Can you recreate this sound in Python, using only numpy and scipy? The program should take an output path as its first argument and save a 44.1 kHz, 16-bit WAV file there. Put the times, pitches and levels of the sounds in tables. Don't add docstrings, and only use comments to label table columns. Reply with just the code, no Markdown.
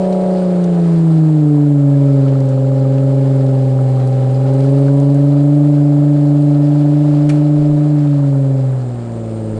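import sys
import numpy as np
from scipy import signal
from scipy.fft import rfft, irfft, next_fast_len
from scipy.io import wavfile
from scipy.ndimage import uniform_filter1d

SR = 44100
rng = np.random.default_rng(int(sys.argv[2]) if len(sys.argv) > 2 else 0)


def output_pcm(signal):
    pcm = np.clip(np.atleast_2d(signal).T, -1, 1) * 32767
    wavfile.write(sys.argv[1], SR, np.round(pcm).astype(np.int16))


def volts_from_db(level):
    exponent = np.asarray(level, float) / 20
    return 10 ** exponent


N = 422919

# start_s, firing_rate_hz, load_db, rasp_db
DRIVE = [(0, 186.2, -1, 2), (.38, 184.3, -0.5, 0.5), (.65, 176, 2, -1), (1.2, 158.9, 1, 0),
         (1.55, 147.3, -1, 17.5), (1.8, 142.2, 0, -1.5), (2.15, 137, 0.5, -1.5), (2.5, 132.4, -1, -5),
         (3.2, 134.9, -0.5, -0.5), (4.0, 128.9, 0, 2), (4.35, 129.4, -0.5, 2), (4.75, 137.3, 0, 2),
         (5.55, 145, 0, 2), (6.5, 145.4, -0.5, 0), (7.9, 149.2, -1, -9), (8.72, 128.7, -1.5, -3),
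         (9.1, 114.8, 0, -1.5), (9.6, 107.6, 2, -0.5)]
CYLINDERS = 6
FLYWHEEL_S, HUNT_HZ = 0.12, 0.4

# firing_rate_hz, boom_db, second_db, third_db, fourth_db
HARMONICS = [(104.5, -24, -28, -29.5, -30), (116.54, -24.5, -28, -33.5, -40),
             (129.7, -11.5, -26, -36.5, -33.5), (132.76, -11.5, -20, -28.5, -26.5),
             (137.6, -10.5, -17, -25, -25), (147.7, -11, -12.5, -43, -32.5), (160.8, -10, -21.5, -39, -55),
             (173.7, -14, -29, -41, -46), (181.7, -14.5, -24, -23, -43)]
LOAD_SHARE = [1.0, 1.6, 1.1, 1.1]
RASP_SHARE = [0.0, .1, 1.0, -0.22]
SLIDE_SHARE = [0.0029, -0.024, -0.0045, -.22]
NOTCH_HZ, NOTCH_WIDTH_HZ, NOTCH_DB = 254.7, 2.7, -7

SPEEDS = [112, 132, 147, 183]
# multiple of the cycle rate, then level_db at each speed
CYCLE_LINES = [(1, -18, -27.5, -25.5, -36), (2, -34, -31, -22, -18), (3, -9, -12.5, -19, -32.5),
               (4, -23, -31.5, -28, -26.5), (5, -34, -37.5, -31.5, -22.5), (7, -27, -27.5, -31, -31.5),
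               (8, -38, -38, -30, -30), (9, -23, -23.5, -21.5, -40), (10, -44, -36.5, -26.5, -29.5),
               (11, -36, -41, -32.5, -17), (13, -36.5, -30, -22, -29), (14, -33.5, -36, -23, -28),
               (15, -42, -30, -31.5, -24), (16, -35, -32.5, -30.5, -52), (17, -29, -24, -36, -28.5),
               (19, -22, -31, -40.5, -27), (20, -25.5, -36, -64, -28), (21, -39, -46, -50.5, -47),
               (22, -48, -53.5, -56.5, -37), (23, -40, -47, -35, -27.5), (25, -34.5, -31, -38, -41.5),
               (26, -34, -32, -41, -49), (27, -68.5, -39, -53, -32.5), (29, -34, -41.5, -38, -46)]
# multiple of the cycle rate, then level_db at each speed
UPPER_LINES = [(30, -39.5, -46.5, -45, -36), (31, -41, -41.5, -53, -30.5), (35, -50, -51, -39, -50.5),
               (36, -42.5, -37.5, -51, -43), (37, -38.5, -34, -48, -44.5), (42, -50, -52.5, -42.5, -46.5),
               (48, -47, -43.5, -54, -42)]
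FAINT_DB, FAINT_DB_PER_LINE = -49, -0.52
UPPER_RASP = 0.7
IMBALANCE_DB, IMBALANCE_LOAD, SLIDE_DB_PER_HZ_S = -0.76, 0.4, -0.0591
SLIDE_SLIP = 0.004
# pitch_hz, width_hz, level_db
PIPE = [(169.8, 55.5, -9.5), (288.7, 44, -4.5), (425.3, 33.6, 4.5), (575, 93, 6), (721, 59, 1.1),
        (774, 142, 1.5), (977, 18, 8), (1110, 91, -3)]

# start_s, level_db
CHURN = [(0, 3.5), (.4, 2), (.8, 2.5), (1.4, -1), (1.9, -1), (2.3, 0.8), (2.65, -0.5), (4, 0.9),
         (4.65, 1.5), (5.3, 0.5), (5.85, -0.1), (6.2, -0.5), (7.16, 2.5), (7.5, 1), (7.9, 0.6), (8.9, -3),
         (9.59, -1.5)]
# pitch_hz, level_db
RUSH_COLOUR = [(25, -23.5), (45, -6.5), (110, -4), (170, -2), (230, -6), (300, 0.5), (480, -4), (570, -3.5),
               (660, -1.5), (800, -4.5), (900, -8), (1300, -16), (1800, -22), (2600, -35)]
RUSH_DB, RUSH_FOLLOWS = -35.5, 0.85
SLIDE_RUSH_DB = 0.0663

# pitch_hz, level_db
CLATTER_COLOUR = [(900, -23.5), (1500, -2.5), (2200, 0.5), (3500, -2), (4500, -5), (5300, -8.5),
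                  (6300, -10.5), (9000, -11), (11000, -22.5)]
CLATTER_DB = -51.5
# pitch_hz, width_hz, level_db
BLOCK = [(1300, 110, -0.5), (1640, 240, -6), (2227, 140, -12), (2980, 190, -13.5), (3450, 330, -15.5),
         (4036, 180, -12), (4405, 610, -8), (4960, 150, -13.5)]

# start_s, peak_db, pitch_hz
KNOCKS = [(0.148, -22, 1300), (0.185, -32, 1300), (0.2813, -26, 1315), (0.377, -34, 1150),
          (0.4194, -22, 1440), (0.5671, -35, 1250), (0.9971, -39, 1210), (1.6611, -28, 1393),
          (1.94, -28, 1640), (2.0839, -22, 1300), (2.2629, -20, 1260), (2.3536, -20, 1320),
          (2.7172, -22, 1174), (2.852, -21, 1207), (3.152, -34, 1269), (3.4401, -35, 1362),
          (3.789, -21, 1308), (3.9727, -21, 1158), (4.246, -26, 1227), (4.4543, -23, 1410),
          (4.5291, -30, 1474), (4.882, -18.5, 1485), (5.7828, -30, 1486), (6.8139, -32, 1351),
          (6.9366, -25, 1412), (7.221, -32, 1147), (7.2953, -31, 1707), (7.9069, -31, 1186),
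          (8.239, -24, 1354), (8.3474, -27, 1350)]

# start_s, peak_db, brightest_hz, fade_s (time to fall 60 dB)
DROPS = [(.126, -29.5, 4380, 0.028), (.639, -31, 6080, .03), (.876, -40.5, 10000, 0.018),
         (.935, -41, 10000, 0.015), (1.297, -44, 9500, .02), (2.279, -37, 2970, .08),
         (2.403, -31, 4960, .015), (2.488, -40.5, 7570, 0.054), (2.981, -32, 2730, 0.033),
         (3.146, -40, 7400, 0.019), (3.464, -33.5, 4020, 0.023), (3.779, -41, 9500, 0.018),
         (3.997, -37, 3480, .06), (4.072, -39, 10200, 0.041), (4.536, -40.5, 9060, 0.039),
         (4.605, -31, 4370, 0.018), (5, -31.5, 8350, .02), (5.143, -38.5, 8170, 0.047),
         (5.728, -41, 3500, .03), (6.69, -42, 5840, .03), (7.148, -40.5, 4410, .03),
         (8.07, -38.5, 2730, 0.074), (8.788, -47.5, 5700, 0.025), (9.119, -42.5, 6000, 0.03)]

SLAP_S, SLAP_DB, SLAP_FADE_S = 7.292, -33, 0.019
# pitch_hz, level_db
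SLAP_COLOUR = [(590, -34), (1000, 1), (2040, -6.5), (2370, -3), (3750, -13.5), (4540, -11), (5010, -18),
               (8520, -14.5), (11000, -24.5), (14200, -60), (22000, -120)]
# pitch_hz, level_db, fade_s (time to fall 60 dB)
PANEL = [(1320, 0, 0.034), (2370, 7.5, 0.065), (3570, -10, 0.075), (4430, -15, 0.13), (5560, 4.5, 0.031),
         (8000, -6, 0.094), (8700, -19, 0.056), (8860, -15.5, 0.06)]

# pitch_hz, level_db
BUSH_COLOUR = [(4500, -28), (6200, -12), (7300, 4.5), (8100, -3), (8900, -2), (9500, -19.5), (11000, -16.5)]
BUSH_DB = -57.5
# start_s, level_db
CRICKET = [(0, -58), (1, -61), (2.4, -69.5), (3.5, -61.5), (4.3, -63.5), (4.7, -57), (5.3, -64), (6.5, -64),
           (8, -67), (9.6, -58.5)]

# middle_s, half_length_s, level_db
GUSTS = [(0, 0.18, -47), (.9, 0.31, -51.5), (1.68, .15, -56), (4, 0.22, -55), (4.9, .4, -58),
         (6.28, 0.27, -48), (7.29, .4, -50.5), (7.66, 0.11, -38), (8.68, .15, -47), (9, .13, -45),
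         (9.59, .1, -40.5)]
CALM_DB = -61.5


def evened(x):
    return x / np.sqrt(np.mean(x ** 2) + 1e-20)


def along(rows):
    start_s, *columns = np.transpose(rows)
    return [np.interp(np.arange(N) / SR, start_s, column) for column in columns]


def coloured(x, points):
    point_hz, point_db = np.transpose(points)
    size = next_fast_len(len(x))
    hz = np.fft.rfftfreq(size, 1 / SR)
    gain_db = np.interp(np.log(hz + 1), np.log(point_hz + 1), point_db, left=-90, right=-90)
    return evened(irfft(rfft(x, size) * volts_from_db(gain_db), size)[:len(x)])


def band(x, hz, width):
    edges = [hz - width / 2, hz + width / 2]
    return evened(signal.sosfilt(signal.butter(1, edges, "band", fs=SR, output="sos"), x))


def drift(hz, count):
    z = rng.standard_normal((count, N // 64 + 2))
    z = signal.lfilter(*signal.butter(2, hz * 2 * 64 / SR), z)
    return z / z.std(axis=1, keepdims=True)


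def full(slow, step=1):
    return np.interp(np.arange(0, N, step) / 64, np.arange(len(slow)), slow)


def add(mix, s, sound):
    part = mix[round(s * SR):][:len(sound)]
    part += sound[:len(part)]


def drive():
    return uniform_filter1d(along(DRIVE), int(FLYWHEEL_S * SR), axis=1, mode="nearest")


def sliding(hz, step=1):
    return np.maximum(-np.gradient(hz) * SR / step, 0)


def boom(firings, waver_db=0.21, jitter=0.04):
    hz, load_db, rasp_db = drive()
    slide = sliding(hz)
    speeds, *by_speed = np.transpose(HARMONICS)
    chance = drift(14, count=8)
    lean = np.pi / 2 * np.clip((hz - 116) / 14, 0, 1)
    out = np.zeros(N)
    for i, speed_db in enumerate(by_speed):
        k = i + 1
        level_db = np.interp(hz, speeds, speed_db) + LOAD_SHARE[i] * load_db
        level_db += RASP_SHARE[i] * rasp_db + SLIDE_SHARE[i] * slide
        level_db += NOTCH_DB * np.exp(-((k * hz - NOTCH_HZ) / NOTCH_WIDTH_HZ) ** 2)
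        level_db += k * waver_db * full(chance[i])
        phase = i * (lean + jitter * full(chance[i + 4]))
        out += volts_from_db(level_db) * np.cos(2 * np.pi * k * firings + phase)
    return np.sqrt(2) * out


def pipe_db(hz):
    power = 0
    for mode_hz, width, db in PIPE:
        power += volts_from_db(db) ** 2 / (1 + (2 * (hz - mode_hz) / width) ** 2) ** 2
    return 10 * np.log10(power)


def faint_lines(count=48):
    named = [round(row[0]) for row in CYCLE_LINES + UPPER_LINES]
    lines = []
    for k in range(1, count):
        if k % CYLINDERS and k not in named:
            level_db = FAINT_DB + FAINT_DB_PER_LINE * (k - 5 * CYLINDERS)
            lines.append((k, *[level_db] * len(SPEEDS)))
    return lines


def lope(firings, uneven_db=0.8, slip=0.12, sweep=0.9, skew=0.08, scatter=0.2, stagger=1.8):
    hz, load_db, rasp_db = (np.pad(curve[::64], (0, 1), "edge") for curve in drive())
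    slide = sliding(hz, step=64)
    imbalance_db = IMBALANCE_DB + IMBALANCE_LOAD * load_db + SLIDE_DB_PER_HZ_S * slide
    lines = CYCLE_LINES + UPPER_LINES + faint_lines()
    swells, wanders = drift(4.6, count=len(lines)), drift(3.8, count=len(lines))
    starts, out = rng.standard_normal(len(lines)), 0
    for (k, *speed_db), swell, wander, start in zip(lines, swells, wanders, starts):
        k = round(k)
        near = round(k / CYLINDERS)
        apart = k - near * CYLINDERS
        lag = np.pi / 2 * (near - 1) - sweep * apart ** 2 - skew * apart ** 3 + scatter * start
        lag -= stagger * apart * (near % 2)
        high = (k / 24) ** 2
        level_db = np.interp(hz, SPEEDS, speed_db) + (2.0 + high) * imbalance_db
        level_db += pipe_db(hz * k / CYLINDERS) + uneven_db * swell
        level_db += UPPER_RASP * (apart == 0) * rasp_db
        phase = lag + (slip + SLIDE_SLIP * slide) * (1 + high) * wander
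        turn = 2 * np.pi * k / CYLINDERS * firings[::8]
        out += full(volts_from_db(level_db), step=8) * np.cos(turn + full(phase, step=8))
    return np.sqrt(2) * signal.resample_poly(out, up=8, down=1)[:N]


def rush(firings, lumpy_db=1.5):
    puff = 1 + 0.46 * np.cos(2 * np.pi * firings)
    gas = coloured(puff * rng.standard_normal(N), RUSH_COLOUR)
    level_db = RUSH_DB + RUSH_FOLLOWS * along(CHURN)[0] + SLIDE_RUSH_DB * sliding(drive()[0])
    return volts_from_db(level_db + lumpy_db * full(drift(22, count=1)[0])) * gas


def clatter(firings, sharp=0.16, share=0.19, lumpy_db=1.0, ring_share=2.1, patchy_db=1.5):
    chance = np.clip(rng.standard_normal((2000, 1 + len(BLOCK))), -2, 2)
    size = volts_from_db(5.1 * chance)[firings.astype(int)].T
    tick = np.exp(-(firings % 1) / sharp)
    out = coloured((1 + share * size[0] * tick) * rng.standard_normal(N), CLATTER_COLOUR)
    for (hz, width, db), each, patch in zip(BLOCK, size[1:], drift(3.2, count=len(BLOCK))):
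        strike = (1 + ring_share * each * tick) * rng.standard_normal(N)
        out += volts_from_db(db + patchy_db * full(patch)) * band(strike, hz, width)
    return volts_from_db(CLATTER_DB + along(CHURN)[0] + lumpy_db * full(drift(13, count=1)[0])) * out


def knocks(fade_s=0.027, under_db=-6):
    out, t = np.zeros(N), np.arange(3000) / SR
    soft_start = 1 - np.exp(-t / 0.00065)
    for (s, db, hz), apart in zip(KNOCKS, rng.uniform(0.82, 0.92, len(KNOCKS))):
        ring = np.sin(2 * np.pi * hz * t) + 0.35 * np.sin(2 * np.pi * hz * apart * t)
        add(out, s, volts_from_db(db + under_db - 60 * t / fade_s) * soft_start * ring)
    return out


def drops(under_db=-3.0):
    out, t = np.zeros(N), np.arange(3000) / SR
    soft_start = 1 - np.exp(-t / 0.00065)
    for (s, db, hz, fade_s), noise in zip(DROPS, rng.standard_normal((len(DROPS), len(t)))):
        colour = [(0.3 * hz, -24), (0.45 * hz, -7), (hz, 0), (1.2 * hz, -8), (3.0 * hz, -20)]
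        fade = volts_from_db(db + under_db - 60 * t / np.clip(fade_s, 0.005, 0.3))
        add(out, s, fade * soft_start * coloured(noise, colour))
    return out


def slap(ring_db=-10, second_s=0.0058):
    out, t = np.zeros(N), np.arange(12000) / SR
    burst = volts_from_db(-60 * np.maximum(t - 0.012, 0) / SLAP_FADE_S)
    scatter = volts_from_db(-2.5 - 60 * t / 0.36)
    noise = coloured(rng.standard_normal(len(t)), SLAP_COLOUR)
    add(out, SLAP_S, volts_from_db(SLAP_DB) * (burst + scatter) * noise)
    ring = sum(volts_from_db(db - 60 * t / fade_s) * np.sin(2 * np.pi * hz * t) for hz, db, fade_s in PANEL)
    add(out, SLAP_S, volts_from_db(SLAP_DB + ring_db) * ring)
    add(out, SLAP_S + second_s, volts_from_db(SLAP_DB + ring_db + 2.0) * ring)
    return out


def bush(hz=8550, width=150, throb_db=1.5):
    chorus = volts_from_db(BUSH_DB) * coloured(rng.standard_normal(N), BUSH_COLOUR)
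    song = band(band(rng.standard_normal(N), hz, width), hz, width)
    return chorus + volts_from_db(along(CRICKET)[0] + throb_db * full(drift(30, count=1)[0])) * song


def wind():
    t = np.arange(N) / SR
    level = volts_from_db(CALM_DB) + sum(volts_from_db(db) * np.exp(-((t - s) / half) ** 2) for s, half, db in GUSTS)
    return level * coloured(rng.standard_normal(N), [(8, -16), (15, 3.5), (22, 1), (30, -23.5)])


def scene():
    firing_hz = drive()[0] + HUNT_HZ * full(drift(3, count=1)[0])
    firings = np.cumsum(firing_hz) / SR
    truck = boom(firings) + lope(firings) + rush(firings) + clatter(firings) + knocks()
    return (truck + bush() + wind() + drops() + slap())[None]


def low_pass(x):
    return signal.sosfilt(signal.butter(12, 11100, fs=SR, output="sos"), x)


def record(dry):
    edge = np.clip(np.arange(N)[::-1] / 150, 0, 1)
    lowpass = signal.firwin(255, 11200, window=("kaiser", 9), fs=SR)
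    limited = signal.oaconvolve(dry, lowpass[None], "same")
    return low_pass(limited * edge)


dry = scene()
out = record(dry)
output_pcm(out)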